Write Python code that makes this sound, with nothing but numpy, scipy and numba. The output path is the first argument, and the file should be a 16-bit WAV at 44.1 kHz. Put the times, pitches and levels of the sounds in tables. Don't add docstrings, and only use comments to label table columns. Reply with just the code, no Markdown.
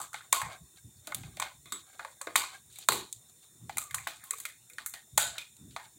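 import sys
import numpy as np
from scipy import signal
from scipy.fft import rfft, irfft
from scipy.io import wavfile
from scipy.ndimage import uniform_filter1d, map_coordinates
from numba import njit

SR = 44100
rng = np.random.default_rng(int(sys.argv[2]) if len(sys.argv) > 2 else 0)


def bounce(signal):
    frames = np.transpose(np.atleast_2d(signal))
    limited = np.clip(frames, -1, 1)
    pcm = np.round(limited * 32767).astype(np.int16)
    wavfile.write(sys.argv[1], SR, pcm)


def rack_gain(trim_db):
    fader = np.asarray(trim_db, float)
    return 10 ** (fader / 20)


N = 263915


def unit(x):
    return x / np.sqrt(np.mean(x ** 2) + 1e-20)


def smooth(grid, bands, frames):
    return uniform_filter1d(uniform_filter1d(grid, size=bands, axis=0), size=frames, axis=1)


def along(points, hz):
    point_hz, value = np.transpose(points)
    return np.interp(np.log(hz + 1), np.log(point_hz + 1), value)


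def wobble(rate, near=slice(None)):
    knots = rng.standard_normal(int(N * rate / SR) + 4)
    return map_coordinates(knots, [np.arange(N)[near] * rate / SR])


def causal(points, size=2048):
    gain = rack_gain(along(points, np.fft.rfftfreq(size, 1 / SR)))
    cepstrum = irfft(np.log(gain), size)
    cepstrum[1:size // 2] *= 2
    cepstrum[size // 2 + 1:] = 0
    return irfft(np.exp(rfft(cepstrum)), size)[:size // 2]


def resonant(modes, size=1024):
    t = np.arange(size) / SR
    return sum(rack_gain(db) * np.exp(-np.pi * width * t) * np.sin(2 * np.pi * hz * t) for hz, width, db in modes)


def steep(hz, width):
    once = resonant([(hz, width, 0)])
    return np.diff(np.convolve(once, once))


def through(x, response):
    return signal.fftconvolve(x, response / np.linalg.norm(response))[:len(x)]


def add(out, s, sound):
    part = out[round(s * SR):][:len(sound)]
    part += sound[:len(part)]


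def swells(rows, first_db, second_db, rise):
    t, gains = np.arange(N) / SR, rack_gain([[first_db], [second_db]]) * np.ones(N)
    for s, one_db, two_db, fall in rows:
        near = slice(max(round((s - 4 * fall) * SR), 0), round((s + 4 * fall) * SR))
        age = (t[near] - s) / fall
        shape = np.exp(-np.where(age < 0, age / rise, age) ** 2)
        gains[:, near] += rack_gain([[one_db], [two_db]]) * shape
    return gains


# frequency in Hz, level in dB per Hz.
BRIGHT_HISS = [(5000, -62.5), (5180, -20), (5350, -9.5), (5600, -18), (6400, -13), (7100, -8), (7800, -9.5),
               (8350, -11), (9250, -4), (9800, -13.5), (10300, -14), (12300, -16.5), (15800, -14)]
# frequency in Hz, level in dB per Hz.
LOW_HISS = [(180, -30), (350, -5), (550, -11), (1000, -13), (2500, -16), (3000, -19), (3430, -16),
            (3600, -4), (3800, -8), (4650, -17), (4800, -26), (5150, -26), (5250, -60)]
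# frequency in Hz, width in Hz, level in dB.
WHINE_TONES = [(1900, 60, -15), (3590, 80, -3), (6750, 60, -6), (7060, 70, 0), (7300, 70, -2),
               (7800, 70, -6), (9130, 70, -6), (9330, 70, -6)]


def hiss():
    z = signal.stft(rng.standard_normal(N), nperseg=512)[2]
    patches_db = 3 * unit(smooth(rng.standard_normal(z.shape), 4, 10))
    patchy = signal.istft(z * rack_gain(patches_db), nperseg=512)[1][:N]
    low = rack_gain(-72.0) * unit(through(patchy, causal(LOW_HISS, size=8192)))
    whine = sum(rack_gain(db - 72.0) * through(rng.standard_normal(N), steep(hz, width))
                for hz, width, db in WHINE_TONES)
    bright = unit(through(rng.standard_normal(N), causal(BRIGHT_HISS, size=8192)))
    return low + whine + rack_gain(-61.5) * bright


# frequency in Hz, gain in dB.
THUMP_COLOUR = [(20, -55), (50, -5.5), (80, 6.5), (120, 15.5), (170, 4), (300, -70.5)]
# frequency in Hz, gain in dB.
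CLOTH_COLOUR = [(80, -30.5), (150, 7), (250, 1), (400, -10), (700, -46), (1500, -54.5)]
# time in seconds, thump in dB, cloth in dB, fall in seconds.
BODY_SHIFTS = [(.02, -64, -75.5, 0.032), (.44, -39.5, -53, 0.07), (.62, -52, -68.5, 0.032),
               (.85, -50, -62, 0.044), (.97, -45, -60.5, 0.036), (1.19, -39.5, -44, 0.12),
               (1.41, -50, -52, 0.052), (1.59, -62, -72, 0.17), (2.36, -67.5, -58.5, 0.079),
               (2.66, -60.5, -73, 0.031), (2.92, -38, -37, 0.079), (3.17, -55, -79.5, 0.032),
               (3.63, -49.5, -54, 0.095), (3.77, -52, -51.5, 0.05), (3.95, -48, -72, 0.12),
               (5.14, -41.5, -58.5, 0.073), (5.26, -46.5, -59, 0.068), (5.635, -48.5, -46.5, 0.1)]
STILL_THUMP_DB, STILL_CLOTH_DB = -64, -71


def bed():
    thumping, rubbing = swells(BODY_SHIFTS, STILL_THUMP_DB, STILL_CLOTH_DB, rise=0.29)
    thump_noise, cloth_noise = rng.standard_normal(N), rng.standard_normal(N)
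    thump = unit(rack_gain(2.3 * wobble(24)) * through(thump_noise, causal(THUMP_COLOUR, size=8192)))
    cloth = unit(rack_gain(4.7 * wobble(30)) * through(cloth_noise, causal(CLOTH_COLOUR, size=8192)))
    return rack_gain(6.0) * (thumping * thump + rubbing * cloth)


# start in seconds, end in seconds, frequency in Hz, level in dB.
PACK_CREAKS = [
    (0, .055, 1200, -50),
    (.352, .418, 1070, -27),
    (3.81, 3.93, 1180, -52),
    (4.235, 4.315, 1060, -58),
    (4.7, 4.76, 490, -60),
]
# start in seconds, end in seconds, frequency in Hz, level in dB.
BED_GROANS = [
    (3.91, 4.06, 105, -44.5),
    (5.12, 5.3, 110, -56),
    (5.62, 5.78, 72, -54),
]


def creaks():
    t, out = np.arange(N) / SR, np.zeros(N)
    for start, end, hz, db in PACK_CREAKS + BED_GROANS:
        held = np.clip(np.minimum(t - start, end - t) / .015, 0, 1)
        progress = np.clip((t - start) / (end - start), 0, 1)
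        pitch_arch = 1 + .03 * (np.sin(np.pi * progress) - .7)
        unsteady_db, drift = 2.5 * wobble(50), .9 * wobble(hz / 12)
        phase = 2 * np.pi * hz * np.cumsum(pitch_arch) / SR + drift
        out += held * rack_gain(db + unsteady_db) * np.sin(phase)
    return out


# frequency in Hz, width in Hz, level in dB.
DEEP_VOICE = [(770, 50, 12.5), (1190, 220, 17)]
# frequency in Hz, width in Hz, level in dB.
MIDDLE_VOICE = [(1600, 37, 0), (2200, 85, 0.8)]
# frequency in Hz, gain in dB.
BRIGHT_VOICE = [(1000, -35), (4000, -5), (6000, -6), (8000, 1.5), (11000, -4), (16000, -16)]
# frequency in Hz, width in Hz, level in dB.
PRESENCE_VOICE = [(3120, 1200, -6), (4480, 2280, 6)]
# time in seconds, flexing in dB, scraping in dB,
# half length in seconds.
STROKES = [(0.02, -52, -54.5, 0.053), (.25, -62, -68, 0.018), (0.526, -44, -58, 0.042),
           (0.786, -65, -62, 0.017), (1.2, -56, -61.5, .12), (1.46, -45.5, -65, 0.034),
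           (1.775, -88, -57, 0.035), (1.93, -62, -72, 0.05), (1.35, -64, -75, 0.02), (2.06, -70, -70, 0.29),
           (2.3, -57.5, -75, 0.03), (2.41, -76, -55.5, 0.043), (2.545, -49, -61.5, 0.041),
           (2.78, -100, -60, 0.065), (2.822, -80, -58.5, 0.0233), (3.292, -71, -64.5, 0.017),
           (3.435, -66, -64, 0.023), (3.83, -63, -56.5, 0.04), (3.99, -57, -58, 0.04),
           (4.11, -77, -58.5, 0.081), (4.252, -59, -62, 0.025), (4.39, -59, -57, 0.05),
           (4.86, -72, -86.5, 0.028), (5.35, -55, -80.5, 0.042), (5.85, -58, -64, 0.03)]
HELD_FLEX_DB, HELD_SCRAPE_DB = -95, -86


def grains():
    return rng.standard_normal(N) * rack_gain(3.5 * wobble(40) + 3 * wobble(300))


def rustle():
    flexing, scraping = swells(STROKES, HELD_FLEX_DB, HELD_SCRAPE_DB, rise=1.0)
    deep = through(grains(), resonant(DEEP_VOICE))
    middle = through(grains(), resonant(MIDDLE_VOICE))
    bright = through(grains(), causal(BRIGHT_VOICE))
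    presence = through(grains(), resonant(PRESENCE_VOICE))
    flex = unit(deep + rack_gain(-5) * middle)
    scrape = unit(bright + rack_gain(-1.0) * presence)
    return flexing * flex + scraping * scrape


# frequency in Hz, decay time (t60) in seconds.
ROOM_DECAY = [(300, 0.24), (800, 0.26), (2000, 0.26), (5500, 0.3), (14600, 0.18)]


def room_tail(rise=0.0077):
    hz, t, z = signal.stft(rng.standard_normal(SR * 2 // 5), SR, nperseg=768)
    hz = hz[:, None]
    uneven_db = 2.5 * rng.standard_normal(hz.shape) * (hz < 9000) * np.clip(3000 / (hz + 1), .5, 1)
    decay_db = -60 * t / along(ROOM_DECAY, hz)
    tail = signal.istft(z * rack_gain(uneven_db + decay_db), SR, nperseg=768)[1]
    crackle_db = 2.5 * unit(uniform_filter1d(rng.standard_normal(len(tail)), size=90))
    build_up = 1 - np.exp(-np.arange(len(tail)) / SR / rise)
    tail = tail * rack_gain(crackle_db) * build_up
    return tail / np.linalg.norm(tail)


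# delay in seconds, level in dB.
WALL_ECHOES = [(.0035, -10), (.0065, -11.5), (0.013, -8), (0.019, -15.5), (0.035, -9.5)]
LEAD_S = .0004


def strike(voices, t60, room_db, spike_db):
    t = np.arange(SR // 12) / SR
    near, colour = 0, np.zeros(2048)
    shape = rack_gain(-60 * t / t60) * np.clip(t / LEAD_S, 0, 1) ** 2
    for response, db in voices:
        burst = shape * rng.standard_normal(len(t))
        burst *= rack_gain(db) * np.linalg.norm(shape) / np.linalg.norm(burst)
        burst[round(LEAD_S * SR)] += rack_gain(db + spike_db)
        near = near + through(burst, response)
        colour[:len(response)] += np.linalg.norm(burst) * response / np.linalg.norm(response)
    far = signal.fftconvolve(room_tail(), colour)
    for delay, db in WALL_ECHOES:
        far[round(delay * SR):][:len(t)] += rack_gain(db - 6.0) * near
    far = rack_gain(room_db) * far
    far[:len(t)] += near
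    return far


# time in seconds, frequency
# in Hz, level in dB, decay time (t60) in seconds.
PACK_RINGS = [
    (.015, 7340, -51, 0.13),
    (0.328, 1078, -24, 0.4),
    (1.722, 7880, -41.5, 0.22),
    (2.214, 8170, -56, 0.14),
    (3.944, 7200, -68, 0.24),
    (5.762, 886, -42, 0.3),
              (.0153, 7550, -34, 0.017), (.1422, 7450, -44, .015), (.3284, 7600, -25, .012),
               (1.3993, 6850, -44, 0.013), (2.758, 7250, -56, 0.02), (3.7703, 7400, -28, 0.0055),
               (3.7828, 8400, -19, 0.0091), (3.9444, 7400, -22.5, 0.011), (4.3086, 7990, -19.5, 0.0086),
               (4.236, 810, -54, .15), (3.9, 2150, -46.5, .04), (2.7, 1620, -57.5, 0.025),
               (2.275, 1120, -45, .05), (4.083, 760, -38, 0.066), (.142, 800, -39, .04),
               (0.144, 1528, -38, 0.09), (1.41, 610, -45, 0.11), (1.435, 1030, -50, 0.25),
               (1.722, 1170, -35, 0.055), (4.231, 1750, -50, .06), (2.357, 2200, -30, 0.064),
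               (2.9, 960, -42, .15), (2.92, 360, -42, 0.22), (5.18, 2150, -31, .15), (5.18, 1500, -37, .15),
               (5.2, 6980, -30, 0.22),
              (2.759, 2250, -54, .05),
    (4.3095, 1130, -43, .1),
    (4.94, 1510, -56, .12),
    (4.861, 1130, -52, .05),
    (4.861, 2150, -52, .04),
]


def cup():
    t, out = np.arange(N) / SR, np.zeros(N)
    for s, hz, db, t60 in PACK_RINGS:
        near = slice(round(s * SR), round(s * SR) + SR // 2)
        age = np.maximum(t[near] - s, 0)
        unsteady_db, drift = 4 * wobble(70, near), 1.5 * wobble(60, near)
        level = rack_gain(db - 60 * age / t60 + unsteady_db)
        onset = 1 - np.exp(-age / 0.00036)
        out[near] += level * onset * np.sin(2 * np.pi * hz * age + drift)
    return out


# frequency in Hz, width in Hz, level in dB.
PACK_MODES = [(700, 34, -1), (884.6, 59, -1), (1097, 79, -6), (1150, 50, -1.5), (1264, 38, 1),
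              (1500, 75, 5.5), (1663, 83, -1), (1881, 83, 0), (2150, 82, 5), (2330, 60, 0), (2488, 77, 7.5),
              (2767, 70, -1.5)]


def tones(pairs, lead_width=0.4):
    out = np.zeros(N)
    for s, db, lead_hz, second_db, second_hz, room_db in pairs:
        lead = steep(lead_hz, width=lead_width * lead_hz)
        second = steep(second_hz, width=0.54 * second_hz)
        voices = [(lead, db + 0.5), (second, db + second_db)]
        blow = strike(voices, t60=0.02, room_db=room_db, spike_db=12.5)
        lowest_hz = 0.7 * min(lead_hz, second_hz)
        small = signal.butter(N=3, Wn=lowest_hz, btype='high', fs=SR, output='sos')
        add(out, s, signal.sosfilt(small, blow))
    return out + rack_gain(-7.5) * through(out, resonant(PACK_MODES, size=2048))


# time in seconds, peak in
# dB, frequency in Hz, room in dB.
LESSER_CREASES = [(1.076, -42, 600, -1), (1.1215, -43, 850, -8), (1.1215, -43, 1520, -10),
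                  (1.997, -52, 540, -2), (2.05, -44, 570, -3), (2.168, -62, 700, -10),
                  (2.214, -47, 550, -8), (2.274, -38, 1600, -10), (2.8875, -27, 2500, -22),
                  (2.8872, -19, 850, -10), (2.931, -27, 3900, -4), (2.914, -30, 850, 0),
                  (4.3086, -39, 1140, -16), (4.385, -54, 1800, -14), (4.383, -55, 1120, -12),
                  (4.4, -58, 1130, -12), (4.404, -54, 1900, -14), (4.405, -58, 330, -8),
                  (4.4525, -41, 1400, -16), (4.454, -55, 640, -4), (4.454, -40, 3300, -12),
                  (4.498, -48, 1800, -8), (5.1795, -24, 1500, -6), (5.3772, -46, 1500, -12),
                  (0.143, -44, 3500, -4), (0.005, -52, 310, 3), (1.66, -62, 650, -4), (5.765, -54, 480, -4),
                  (4.072, -41, 330, -9), (0.46, -48, 480, 0), (2.359, -33, 340, 2), (2.9205, -26, 350, 0),
                  (3.695, -42, 780, -10), (3.771, -40, 1400, -14), (3.9095, -44, 2050, -14),
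                  (4.783, -43, 1180, -7), (4.79, -52, 860, 2), (4.861, -43, 2100, -10),
                  (4.939, -43, 1900, -3), (4.699, -55, 1500, -10), (5.385, -41, 2450, -2),
                  (2.272, -47, 2500, -8), (1.994, -37, 1600, -8), (5.33, -52, 680, 4), (2.79, -57, 2900, 4),
                  (2.76, -54, 3700, 3), (1.656, -53, 2150, -6), (0.97, -62, 4600, 0),
                  (0.3283, -19, 1080, -14), (0.1425, -39, 2050, -8), (1.421, -33, 1550, -8),
              (1.422, -40, 580, -4), (1.399, -42, 580, -6), (1.657, -53, 3700, 4), (1.657, -56, 1200, 0),
              (1.657, -54, 330, 2), (1.724, -42, 3600, 2), (1.995, -42, 1900, -3), (2.889, -25, 4200, 5),
              (5.181, -25, 1500, 4), (5.2, -36, 580, 4), (5.18, -27, 3900, 1), (2.385, -35, 1500, 2),
              (0.49, -47, 650, 4), (4.309, -52, 450, 4)]
OVERTONE_SHARE, OVERTONE_DB = 1.3, -14


def creases():
    pairs = [(s, db, hz, OVERTONE_DB, OVERTONE_SHARE * hz, room)
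             for s, db, hz, room in LESSER_CREASES]
    return tones(pairs, lead_width=0.22)


# time in seconds, peak in dB, deep tone in Hz,
# upper tone in Hz, room in dB.
PANEL_POPS = [(0.002, -39, 1150, 900, -1), (0.13, -47.5, 1340, 1410, 3), (0.1422, -32, 870, 1500, -13),
              (0.4158, -24, 975, 1740, -5.5), (1.075, -41, 760, 1550, -3), (1.121, -33, 1170, 1970, -16),
              (1.235, -46, 730, 2100, -9), (1.371, -43, 660, 2300, -4), (1.398, -32, 1005, 1460, -2.5),
              (1.4224, -26, 1000, 2100, -11.5), (1.722, -37, 1300, 1600, -5), (1.994, -34, 870, 1250, -6),
              (2.048, -35, 950, 1700, -9), (2.212, -37, 1150, 1700, -6.5), (2.272, -35, 1150, 1600, -5),
              (2.786, -53.5, 756, 2310, -7.5), (3.695, -35.5, 824, 1870, -11.5),
              (3.77, -32, 760, 2200, -14), (3.782, -31.5, 1250, 2250, -10), (3.943, -33, 1080, 1600, -6),
              (4.0695, -28.5, 800, 1120, -11), (4.335, -40, 1115, 2430, -30), (4.938, -46, 800, 1550, -2),
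              (5.763, -29.5, 883, 1610, -8)]
# time in seconds, peak in dB, deep tone in Hz, upper tone in Hz,
# room in dB.
PACK_BREAKS = [
    (2.3561, -12, 1023, 2136, -6),
    (2.8872, -8, 1000, 1430, -10),
    (2.9205, -20, 1050, 2400, -6.5),
    (5.178, -15, 780, 1700, -6),
]
# time in seconds, peak in dB, upper tone in Hz,
# room in dB.
CREASE_TICKS = [(0.207, -45.5, 1610, -5.5), (0.328, -15, 1109, -3), (0.3285, -19.5, 2150, -9),
                (4.0698, -32, 1650, -4.5), (4.0735, -34.5, 2610, -9.5), (1.4, -35.5, 2100, -3),
                (1.658, -58, 2070, 4), (2.758, -65, 2890, 3.5), (3.9095, -39.5, 1920, -14),
                (3.983, -39, 2100, -4.5), (4.195, -57, 1890, 5.5), (4.236, -48, 1700, -25),
                (4.308, -35, 2150, -8.5), (4.452, -31, 2100, -11), (4.698, -51, 2150, -6),
                (4.7836, -32.5, 1760, -13), (4.861, -36.5, 1630, -14), (5.355, -45, 1620, 1),
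                (5.381, -34, 3400, -10)]
# time in seconds, peak in dB, frequency in Hz, room in dB.
PACK_THUDS = [
    (0.331, -43, 405, 7),
    (1.075, -44.5, 290, 4.5),
    (1.724, -41, 320, 3),
    (2.269, -29, 490, -4.5),
    (2.359, -41, 419, -17),
    (2.8872, -21.5, 380, 2),
    (2.918, -32, 385, 10),
    (5.181, -55, 480, 1),
]
POP_UPPER_DB, BREAK_UPPER_DB = -2.5, -3.5
TICK_UNDER, TICK_UNDER_DB = 0.76, -8.5
THUD_UNDER, THUD_UNDER_DB = 0.68, -6


def snaps():
    pairs = [(s, db, hz, POP_UPPER_DB, upper, room) for s, db, hz, upper, room in PANEL_POPS]
    pairs += [(s, db, hz, BREAK_UPPER_DB, upper, room) for s, db, hz, upper, room in PACK_BREAKS]
    pairs += [(s, db, hz, TICK_UNDER_DB, TICK_UNDER * hz, room) for s, db, hz, room in CREASE_TICKS]
    pairs += [(s, db, hz, THUD_UNDER_DB, THUD_UNDER * hz, room) for s, db, hz, room in PACK_THUDS]
    return tones(pairs)


# frequency in Hz, gain in dB.
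EDGE_VOICE = [(3000, -34.5), (8000, -1.5), (11000, 4), (16000, -8)]
# time in seconds, peak in dB, edge in dB, room in dB.
BLADE_KNOCKS = [(0.142, -35, -32, 0), (1.0717, -33, -1, -6.5), (1.1206, -41, -10, -13),
                (1.1462, -26.5, 6, -11.5), (1.2334, -45.5, -22, 1), (1.3695, -38, -14, -3.5),
                (1.4192, -28.5, -10, -16.5), (1.4243, -26.5, -8.5, -3), (1.9934, -43, -24, 1.5),
                (2.0482, -41.5, -34, -5), (2.2703, -37.5, -29, -4.5), (2.7015, -54.5, -22, 0.5),
                (2.7075, -58, -25, -7), (3.6942, -38.5, -13.5, -0.5), (3.9095, -40, 1.5, -9),
                (3.984, -49.5, -14, -22.5), (4.0725, -26, -4, -2.5), (4.2694, -52, -6, 3.5),
                (4.4529, -30, 2.5, -5.5), (4.497, -49.5, -1, -7), (4.783, -34.5, -50, -2.5),
                (4.938, -32.5, -3.5, -4.5), (5.3549, -50, -10, 8), (5.382, -27.5, -10, -4),
                (5.7089, -49.5, -18, 1.5), (5.7633, -35.5, -30, -1)]
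# time in seconds, peak in dB, edge in dB, room in dB.
SHEET_CRACKS = [(0.0015, -34.5, -6, 3), (0.015, -29, -13, -2), (0.1313, -35, -33.5, 1),
                (0.416, -22, -22, -7), (1.399, -17.5, -28, -10.5), (1.6562, -42.5, -9, -3.5),
                (1.7222, -19, -22.5, -7.5), (2.2147, -26.5, -19.5, -6.5), (2.7265, -45, -8, -0.5),
                (2.7583, -37, -12.5, -4), (2.7864, -35.5, 0, -10), (3.771, -26.5, 2, -13.5),
                (3.7826, -17, -0.5, -15), (3.7953, -28.5, -7, 5.5), (3.929, -47.5, -1, -24),
                (3.9453, -13.5, -9.5, -7), (4.2394, -45, 8, -1.5), (4.308, -21.5, -2, -7),
                (4.3333, -32.5, -16.5, -4.5), (4.384, -35, -1, -9), (4.4014, -33, 2.5, -5.5),
                (4.699, -43.5, 1, -7), (4.7332, -39.5, -26.5, -6.5), (4.8612, -27.5, 6, -4),
                (5.5662, -43.5, -12, -7)]
# time in seconds, peak in dB, presence in dB, # edge in dB, room in dB.
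CUTS_AND_CRACKS = [(0.3255, -16, -6, -13.5, 6), (0.3279, -5, -29, -4.5, -7), (2.3569, -13.5, -17, -25, -10.5),
                   (2.3602, -4, -6, -6.5, -1.5), (2.887, -4.5, -8.5, -8, -5.5), (2.9205, -19, -5.5, 1, 2.5),
                   (3.1265, -24, -45, -29, -12.5), (4.4599, -33.5, -10, -10.5, -22), (5.176, -12, -10.5, -11, 1),
                   (5.1785, -1, -13, -10, -2), (5.2022, -14.5, -5.5, -19, 5.5)]
KNOCK_PRESENCE_DB, CRACK_PRESENCE_DB = -3.5, -16


def clicks():
    presence, bright, edge = resonant(PRESENCE_VOICE), causal(BRIGHT_VOICE), causal(EDGE_VOICE)
    out = np.zeros(N)
    knocks = [(s, db, KNOCK_PRESENCE_DB, edge_db, room) for s, db, edge_db, room in BLADE_KNOCKS]
    cracks = [(s, db, CRACK_PRESENCE_DB, edge_db, room) for s, db, edge_db, room in SHEET_CRACKS]
    for s, db, presence_db, edge_db, room_db in knocks + cracks + CUTS_AND_CRACKS:
        voices = [(presence, db + presence_db - 3.0), (bright, db - 11.0), (edge, db + edge_db - 7)]
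        add(out, s, strike(voices, t60=0.03, room_db=room_db, spike_db=16.0))
    return out + rack_gain(-22) * through(out, resonant(PACK_MODES, size=2048))


def scene():
    background = bed() + creaks() + rustle()
    pack = cup() + creases() + snaps() + clicks()
    return (background + pack)[None]


# frequency in Hz, gain in dB.
CASE_COLOUR = [(25, -23.5), (60, -6), (100, -16), (2500, 0), (2900, -0.5), (3700, 7.5), (4500, 2),
               (5300, -5.5), (6200, 4), (7200, 7), (8300, 3.5), (9300, 2.5), (11000, -3), (15000, 5)]


def case(x):
    return signal.fftconvolve(x, causal(CASE_COLOUR, size=8192))[:N]


def reduce_noise(x, start_db=-88, slope=15.0, depth_db=18, low_hz=450, high_hz=5200):
    hz, _, z = signal.stft(x, SR, nperseg=512)
    power = smooth(np.abs(z) ** 2, 5, 4)
    level_db = 10 * np.log10(np.abs(power) + 1e-16)
    cut_db = smooth(np.clip(slope * (level_db - start_db), -depth_db, 0), 5, 3)
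    inside = (hz > low_hz) & (hz < high_hz)
    return signal.istft(z * rack_gain(cut_db * inside[:, None]), SR, nperseg=512)[1][:N]


@njit
def follow(over, attack, release):
    out, now = np.empty_like(over), 0.
    for i in range(len(over)):
        now += (over[i] - now) * (attack if over[i] > now else release)
        out[i] = now
    return out


def duck(x, start_db=-34, share=0.47, attack=0.0039, release=0.038):
    level_db = 10 * np.log10(np.abs(uniform_filter1d(x ** 2, size=96)) + 1e-12)
    over = share * np.maximum(level_db - start_db, 0)
    return x * rack_gain(-follow(over, 1 / (attack * SR), 1 / (release * SR)))


def band_limit(x, top_hz=15900, end_hz=17000):
    hz, spectrum = np.fft.rfftfreq(N, 1 / SR), rfft(x)
    lower = irfft(spectrum * (hz < top_hz), N)
    upper = irfft(spectrum * (hz > top_hz) * (hz < end_hz), N)
    sudden = uniform_filter1d(upper ** 2, size=128) > 5 * uniform_filter1d(upper ** 2, size=4096)
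    return lower + rack_gain(-23.0) * uniform_filter1d(sudden * 1., size=128) * upper


def roll_off(x):
    return signal.sosfilt(signal.butter(12, 17060, fs=SR, output="sos"), x)


def record(dry):
    heard = reduce_noise(case(dry[0]))
    levelled = duck(heard + hiss())
    mix = band_limit(levelled)[None]
    return roll_off(mix)


dry = scene()
out = record(dry)
bounce(out)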